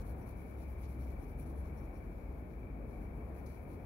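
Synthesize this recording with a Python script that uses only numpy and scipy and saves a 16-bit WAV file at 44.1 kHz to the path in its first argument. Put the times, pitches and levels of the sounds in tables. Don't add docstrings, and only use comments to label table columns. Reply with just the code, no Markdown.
import sys
import numpy as np
from scipy import signal
from scipy.fft import rfft, irfft, next_fast_len
from scipy.io import wavfile
from scipy.ndimage import uniform_filter1d, map_coordinates

SR = 44100
rng = np.random.default_rng(int(sys.argv[2]) if len(sys.argv) > 2 else 0)


def master_out(mix):
    frames = np.transpose(np.atleast_2d(mix))
    ceiling = np.clip(frames, -1, 1)
    pcm = np.round(ceiling * 32767).astype(np.int16)
    wavfile.write(sys.argv[1], SR, pcm)


def invert_db(level):
    return 10 ** (np.asarray(level, dtype=float) / 20)


N = 169785


def unit(x):
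    return x / np.sqrt(np.mean(x ** 2, axis=-1, keepdims=True) + 1e-30)


def along(points, hz):
    f, value = np.transpose(points)
    return np.interp(np.log(hz + 1), np.log(f + 1), value)


def curve(points):
    return np.interp(np.arange(N) / SR, *np.transpose(points))


def wobble(rate):
    knots = rng.standard_normal(int(N * rate / SR) + 4)
    return map_coordinates(knots, [np.arange(N) * rate / SR])


def filtered(x, response):
    m = next_fast_len(N + SR // 2)
    return irfft(rfft(x, m) * response(np.fft.rfftfreq(m, 1 / SR)), m)[..., :N]


def resonance(f, centre, width):
    return 1j * f * width / (centre * centre - f * f + 1j * f * width)


def body(peaks):
    def raw(f):
        return sum((-1) ** k * invert_db(db) * resonance(f, c, w) for k, (c, w, db) in enumerate(peaks))
    gain = np.sqrt(np.mean(abs(raw(np.linspace(0, SR / 2, num=999))) ** 2))
    return lambda f: raw(f) / gain


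def noise(response, channels=1):
    size = 1 << 18
    x = irfft(rfft(rng.standard_normal((channels, size))) * response(np.fft.rfftfreq(size, 1 / SR)))
    return x[..., :N] / np.sqrt(np.mean(x ** 2) * channels)


def coloured(spectrum):
    return noise(lambda f: invert_db(along([(0, -120)] + list(spectrum), f)))[0]


def patchy(x, depth_db, frames=7, channels=2):
    z = signal.stft(x, nperseg=256)[2]
    field = rng.standard_normal(z[:channels].shape)
    field = uniform_filter1d(field, 4, -2)
    field = uniform_filter1d(field, frames, -1)
    return signal.istft(z * invert_db(depth_db * field / field.std()), nperseg=256)[1][..., :N]


def tooth():
    grains_per_s, spread_db, clump_db = 10000, 2.5, 1.1
    hit = rng.random(N) < grains_per_s / SR
    uneven_db = spread_db * rng.standard_normal(N) / 2 + clump_db * wobble(120)
    return unit(hit * rng.standard_normal(N) * invert_db(uneven_db))


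# (middle t/s, length/s, level/dB, board over tip/dB, left over right/dB)
SHADING_STROKES = [(0.006, 0.046, -64, -4, 10), (0.087, 0.09, -64, -8, 9), (0.204, 0.087, -69, -10, 12),
                   (0.293, 0.075, -65, -8, 9), (0.404, 0.085, -67.5, -7.5, 7), (0.502, 0.11, -71, -6, 10),
                   (0.615, 0.09, -69, -4, 6), (0.707, 0.079, -68, -9.5, 10), (0.818, 0.079, -67.5, -10, 8),
                   (0.919, 0.088, -67.5, -7.5, 8), (1.026, 0.09, -67.5, -5.5, 10),
                   (1.102, 0.081, -70, -4, 13), (1.221, 0.072, -68, -7, 8), (1.296, 0.071, -69.5, -11, 7),
                   (1.411, 0.069, -64, -10.5, 11), (1.488, 0.077, -68, -7.5, 7),
                   (1.59, 0.078, -68.5, -7, 7), (1.67, 0.079, -71, -5, 7), (1.783, 0.091, -71, -10, 6),
                   (1.852, 0.051, -71, -7, 9), (1.965, 0.071, -72, -7, 9)]
TOUCH_UP_STROKES = [(2.044, 0.093, -78, -5, 10), (2.187, 0.19, -81, -1.5, 4), (2.319, 0.063, -79, -3, 5),
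                    (2.38, 0.08, -77, -6, 8), (2.524, 0.064, -84, 5, 12), (2.934, 0.13, -75.5, -3.5, 6),
                    (3.03, 0.075, -74.5, -5, 11), (3.174, 0.094, -75, -11, 8), (3.279, 0.091, -76.5, -7, 5),
                    (3.378, 0.075, -67, -8, 10), (3.533, 0.13, -69, -5, 15), (3.632, 0.043, -72, -15, 11),
                    (3.725, 0.1, -69.5, -7, 10), (2.61, 0.083, -84, -2, 6), (3.446, .06, -74, -10, 8),
                    (3.818, .08, -79, -6, 8)]
STROKE_TILT = [-0.22, 0.3, 0.1, 0.25, -0.068, 0.16, -0.035, 0.031, 0.11, 0.38, 0.17, 0.52, -0.22, 0.23,
               -0.43, -0.25, -0.41, 0.4, -0.14, -0.041, -0.25, 0.1, 0.91, 0.79, 0.58, 1.06, 0.21, -0.22,
               -0.11, -0.057, 0.27, 0.26, -0.0045, 0.35]
# (t/s, level/dB, board over tip/dB, left over right/dB, rise/s)
CATCHES = [
    (.811, -69, -12, 8, .001),
    (.822, -69.5, 6, 12, 0.02),
    (1.396, -58, -18, 0, .003),
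    (1.775, -73, 1, 14, 0.009),
    (.066, -66, -12, 6, .003),
    (.272, -67, -12, 7, .003),
    (.887, -69, -12, 6, .003),
    (3.689, -69, -12, 8, .003),
]


def pressure():
    t = np.arange(N) / SR
    speeding_up, edge = 0.43, 1.11
    tilt_gain, tilt_glide = 1.8, 0.92
    t60_s = np.array([[0.043], [0.15]])
    board_pan = 0.47

    def share(db, board_db, pan_db):
        levels = np.array([[0, -pan_db], [board_db, board_db - board_pan * pan_db]])
        return invert_db(db + levels)[..., None] ** 2

    power = np.full((2, 2, N), invert_db(-93.5) ** 2)
    tilt = np.zeros(N)
    strokes = list(SHADING_STROKES) + list(TOUCH_UP_STROKES)
    for (mid, length, db, board_db, pan_db), upright in zip(strokes, list(STROKE_TILT) + [0, 0, 0]):
        corners = mid + 1.27 * length * (np.array([0, speeding_up, 1]) - .47)
        speed = np.interp(t, corners, [0, 1, 0])
        swell = share(db, board_db, pan_db) * np.sin(np.pi / 2 * np.minimum(edge * speed, 1)) ** 2
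        power += swell
        tilt += swell[0, 0] * (tilt_gain * upright + tilt_glide * (t - mid) / length)
    for s, db, board_db, pan_db, rise in CATCHES:
        fall = invert_db(-60 * np.clip(t - s - rise, 0, 1) / t60_s) * np.clip((t - s) / rise, 0, 1)
        power += share(db, board_db, pan_db) * fall[:, None] ** 2
    tip, board = np.sqrt(power)
    return tip, board, np.clip(tilt / power[0, 0], -1, 1)


def tilted(x, peaks, tilt, shift, upper_db):
    out = 0
    for k in (-1, 0, 1):
        moved = [(c * (1 + k * shift * (c < 14000)), w, db + k * upper_db * (12000 < c < 14000))
                 for c, w, db in peaks]
        out = out + filtered(x * np.clip(1 - abs(tilt - k), 0, 1), body(moved))
    return out


# (f/Hz, width/Hz, level/dB)
TIP_LEFT = [(9630, 1600, -11), (11420, 1270, 6), (12700, 1200, -5), (15800, 1700, -1.5)]
TIP_RIGHT = [(10870, 850, -1.5), (12600, 1000, -8), (15400, 1100, -13)]
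BOARD_LEFT = [(1220, 1300, 1.5), (3350, 860, -4), (4130, 530, -1), (4930, 420, -1), (5690, 380, 1),
              (6660, 630, -2), (7260, 770, -0.5)]
BOARD_RIGHT = [(1190, 720, 3), (3150, 1700, 3.5), (4250, 940, 6), (6640, 1100, 0)]


def pencil():
    shared, right_lag_s = .3, -.00027
    ticks = tooth()
    ahead = filtered(ticks, lambda f: np.exp(-2j * np.pi * f * right_lag_s))
    left, right = ticks, np.sqrt(shared) * ahead + np.sqrt(1 - shared) * tooth()
    tip, board, tilt = pressure()
    # share of pitch change, and gain in dB of the mode between 12 and 14 kHz
    point = np.array([tilted(left * tip[0], TIP_LEFT, tilt, 0.047, 3),
                      tilted(right * tip[1], TIP_RIGHT, tilt, .01, 7)])
    panel = np.array([filtered(left * board[0], body(BOARD_LEFT)),
                      filtered(right * board[1], body(BOARD_RIGHT))])
    return patchy(point, 1.6) + patchy(panel, 1.2)


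# (middle t/s, length/s, level/dB)
SQUEAKS = [
    (.225, .04, -78),
    (1.03, .04, -79),
    (1.231, 0.034, -80),
    (1.296, .04, -82),
    (1.426, 0.041, -79),
    (1.785, .03, -74),
    (1.844, .04, -79),
    (1.966, .06, -79),
]


def squeaks():
    t = np.arange(N) / SR
    swell = sum(invert_db(db) * np.exp(-(2 * (t - s) / length) ** 2) for s, length, db in SQUEAKS)
    mode = body([(5660, 230, 0)])
    return filtered(swell * tooth(), mode) * invert_db([[0], [-17]])


# (f/Hz, width/Hz, level/dB)
TAP_LEFT = [(4300, 600, -3), (5900, 1000, -1), (11100, 1600, 4), (15000, 2200, -5)]
TAP_RIGHT = [(4270, 700, 2), (6000, 1200, -2), (11350, 2500, -7)]
TAP_SCRAPE = [(4200, 460, 0), (4970, 500, 0.5), (6060, 670, 0), (10800, 1100, 2.5)]


def tap():
    tap_s, bounce_s, crack_t60_s, scrape_t60_s = 3.461, 0.0034, 0.032, 0.33
    u = np.clip(np.arange(N) / SR - tap_s, 0, 9)
    touches = ((0, -6), (bounce_s, 0))  # delay/s, level/dB
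    crack = sum(invert_db(db - 60 * (u - d) / crack_t60_s) * (u > d) for d, db in touches)
    scrape = invert_db(-68 - 60 * u / scrape_t60_s) * (u > 0)
    ears = []
    for db, peaks in ((-59, TAP_LEFT), (-69.5, TAP_RIGHT)):
        ringing = invert_db(db) * filtered(crack * tooth(), body(peaks))
        ears.append(ringing + filtered(scrape * tooth(), body(TAP_SCRAPE)))
    return np.array(ears)


# (f/Hz, width/Hz, depth 0-1)
CASE_DIPS = [
    [(7620, 1100, 0.58), (13600, 730, 0.3)],
    [(8900, 2000, 0.9), (13800, 1400, 0.6)],
]


def shadowed(x):
    def dips(f, ear):
        return np.prod([1 - depth * resonance(f, c, w) for c, w, depth in ear], axis=0)
    return filtered(x, lambda f: np.array([dips(f, ear) for ear in CASE_DIPS]))


# (t/s, third order f/Hz, level/dB)
ENGINE_DRONE = [(0, 64, -48), (.35, 65, -49.5), (.6, 66.5, -45.5), (.78, 66.5, -46.5), (.95, 66, -41),
                (1.12, 66.5, -42.5), (1.22, 66.5, -58), (1.4, 66.5, -50.5), (1.601, 67, -45.5),
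                (1.8, 66.5, -47), (2.05, 66, -55.5), (2.3, 67, -48), (2.7, 65, -60), (3.2, 67, -47.5),
                (3.45, 69, -47.5), (3.85, 67, -62.5)]


def engine():
    s, hz, db = np.transpose(ENGINE_DRONE)
    t = np.arange(N) / SR
    turn = 2 * np.pi * np.cumsum(np.interp(t, s, hz) + 0.92 * wobble(4.81)) / SR
    third = invert_db(np.interp(t, s, db) + 1.1 * wobble(8.91)) * np.sin(turn)
    second = invert_db(np.mean(db) - 6 + 2.5 * wobble(4)) * np.sin(turn * 2 / 3)
    return np.sqrt(2) * (third + second) * invert_db([[1], [-1]])


# (t/s, f/Hz, level/dB)
LORRY_DRONE = [
    (0, 57, -77),
    (.25, 60, -51),
    (.45, 58.4, -73),
    (2.2, 55, -61),
    (2.45, 55.7, -53.5),
    (2.75, 54, -47),
    (3, 56.9, -58.5),
    (3.3, 53.6, -53),
    (3.6, 55.4, -64),
    (3.85, 53.2, -50),
]


def lorry():
    s, hz, db = np.transpose(LORRY_DRONE)
    t = np.arange(N) / SR
    turn = 2 * np.pi * np.cumsum(np.interp(t, s, hz)) / SR
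    level = invert_db(np.interp(t, s, db) + 1.2 * wobble(23))
    return np.sqrt(2) * level * np.sin(turn) * invert_db([[1], [-1]])


# (f/Hz, level/dB per Hz)
ROAD_SPECTRUM = [(33, -27), (41, 0), (75, -3), (102, -5), (135, -8.5), (220, -10), (700, -20),
                 (1900, -39.5)]
# (f/Hz, likeness -1 to 1)
ROAD_LIKENESS = [(60, 1), (130, 0.89), (290, 0.85), (640, 0.4), (1400, -0.27), (3000, 0.14)]
# (f/Hz, left over right/dB)
ROAD_LEAN = [(60, 2), (200, 1.3), (400, 3), (700, 3), (1300, 7.5), (2000, 12.5)]
# (t/s, level/dB)
ROAD_SWELL = [
    (0, -57),
    (.8, -58.5),
    (1.5, -57.5),
    (2.1, -58),
    (2.6, -59),
    (3.3, -57),
    (3.85, -58.5),
]


def traffic():
    def road(f):
        return invert_db(along([(0, -120)] + list(ROAD_SPECTRUM) + [(3000, -65), (6000, -120)], f))

    def spread(f):
        return np.arccos(np.clip(along(ROAD_LIKENESS, f), -1, 1)) / 2

    mid, side = noise(lambda f: road(f) * [np.cos(spread(f)), np.sin(spread(f))], channels=2)
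    ears = np.array([mid + side, mid - side])
    ears = filtered(ears, lambda f: invert_db(np.outer([.5, -.5], along(ROAD_LEAN, f))))
    swell_db = curve(ROAD_SWELL)
    level_db = -49.5 + swell_db - swell_db.mean() + .5 * wobble(4.71)
    return np.sqrt(2) * invert_db(level_db) * patchy(ears, .6, frames=43, channels=1)


# (f/Hz, width/Hz, level/dB)
PORT_CAVITY = [(2024, 170, -9), (2290, 252, 2.5), (2688, 200, -11.5)]


def port():
    ring = body(PORT_CAVITY)
    edge_hz = 2810
    singing = noise(lambda f: ring(f) ** 2 / (1 + (f / edge_hz) ** 40))
    return invert_db(-65.5) * patchy(singing, .7, frames=30) * np.array([[1], [0]])


HISS_LEVELS = [-74, -75]
# (f/Hz, level/dB per Hz)
HISS_LEFT = [(2600, 1.5), (4000, -5), (5500, -8.5), (7800, -11), (9500, -5.5), (11300, 2.5), (13500, -3.5),
             (15700, -2)]
HISS_RIGHT = [(1500, 3), (2500, 0), (5000, -5), (7200, -6.5), (9000, -16.5), (11000, -1.5), (13500, -1.5),
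              (16000, 1)]
# (t/s, level/dB)
LEAF_AIR = [
    (0, 0.5),
    (1.1, 1.5),
    (1.8, 0),
    (2.35, -.5),
    (2.75, -2),
    (3, -.5),
    (3.85, -.5),
]


def hiss():
    ears = patchy(np.array([coloured(HISS_LEFT), coloured(HISS_RIGHT)]), -0.5)
    return invert_db(HISS_LEVELS)[:, None] * ears * invert_db(curve(LEAF_AIR))


def scene():
    return shadowed(pencil() + squeaks() + tap()) + engine() + lorry() + traffic()


def band_limit(x):
    return signal.sosfilt(signal.butter(12, 16820, fs=SR, output="sos"), x)


def record(dry):
    join_hz, join_db, top_hz = 15200, -9, 15720
    both = dry + hiss() + port()
    side = (both - both[::-1]) / 2
    both = both - filtered(side, lambda f: (f > join_hz) * (1 - invert_db(join_db)))
    mix = filtered(both, lambda f: f < top_hz)
    return band_limit(mix)


dry = scene()
out = record(dry)
master_out(out)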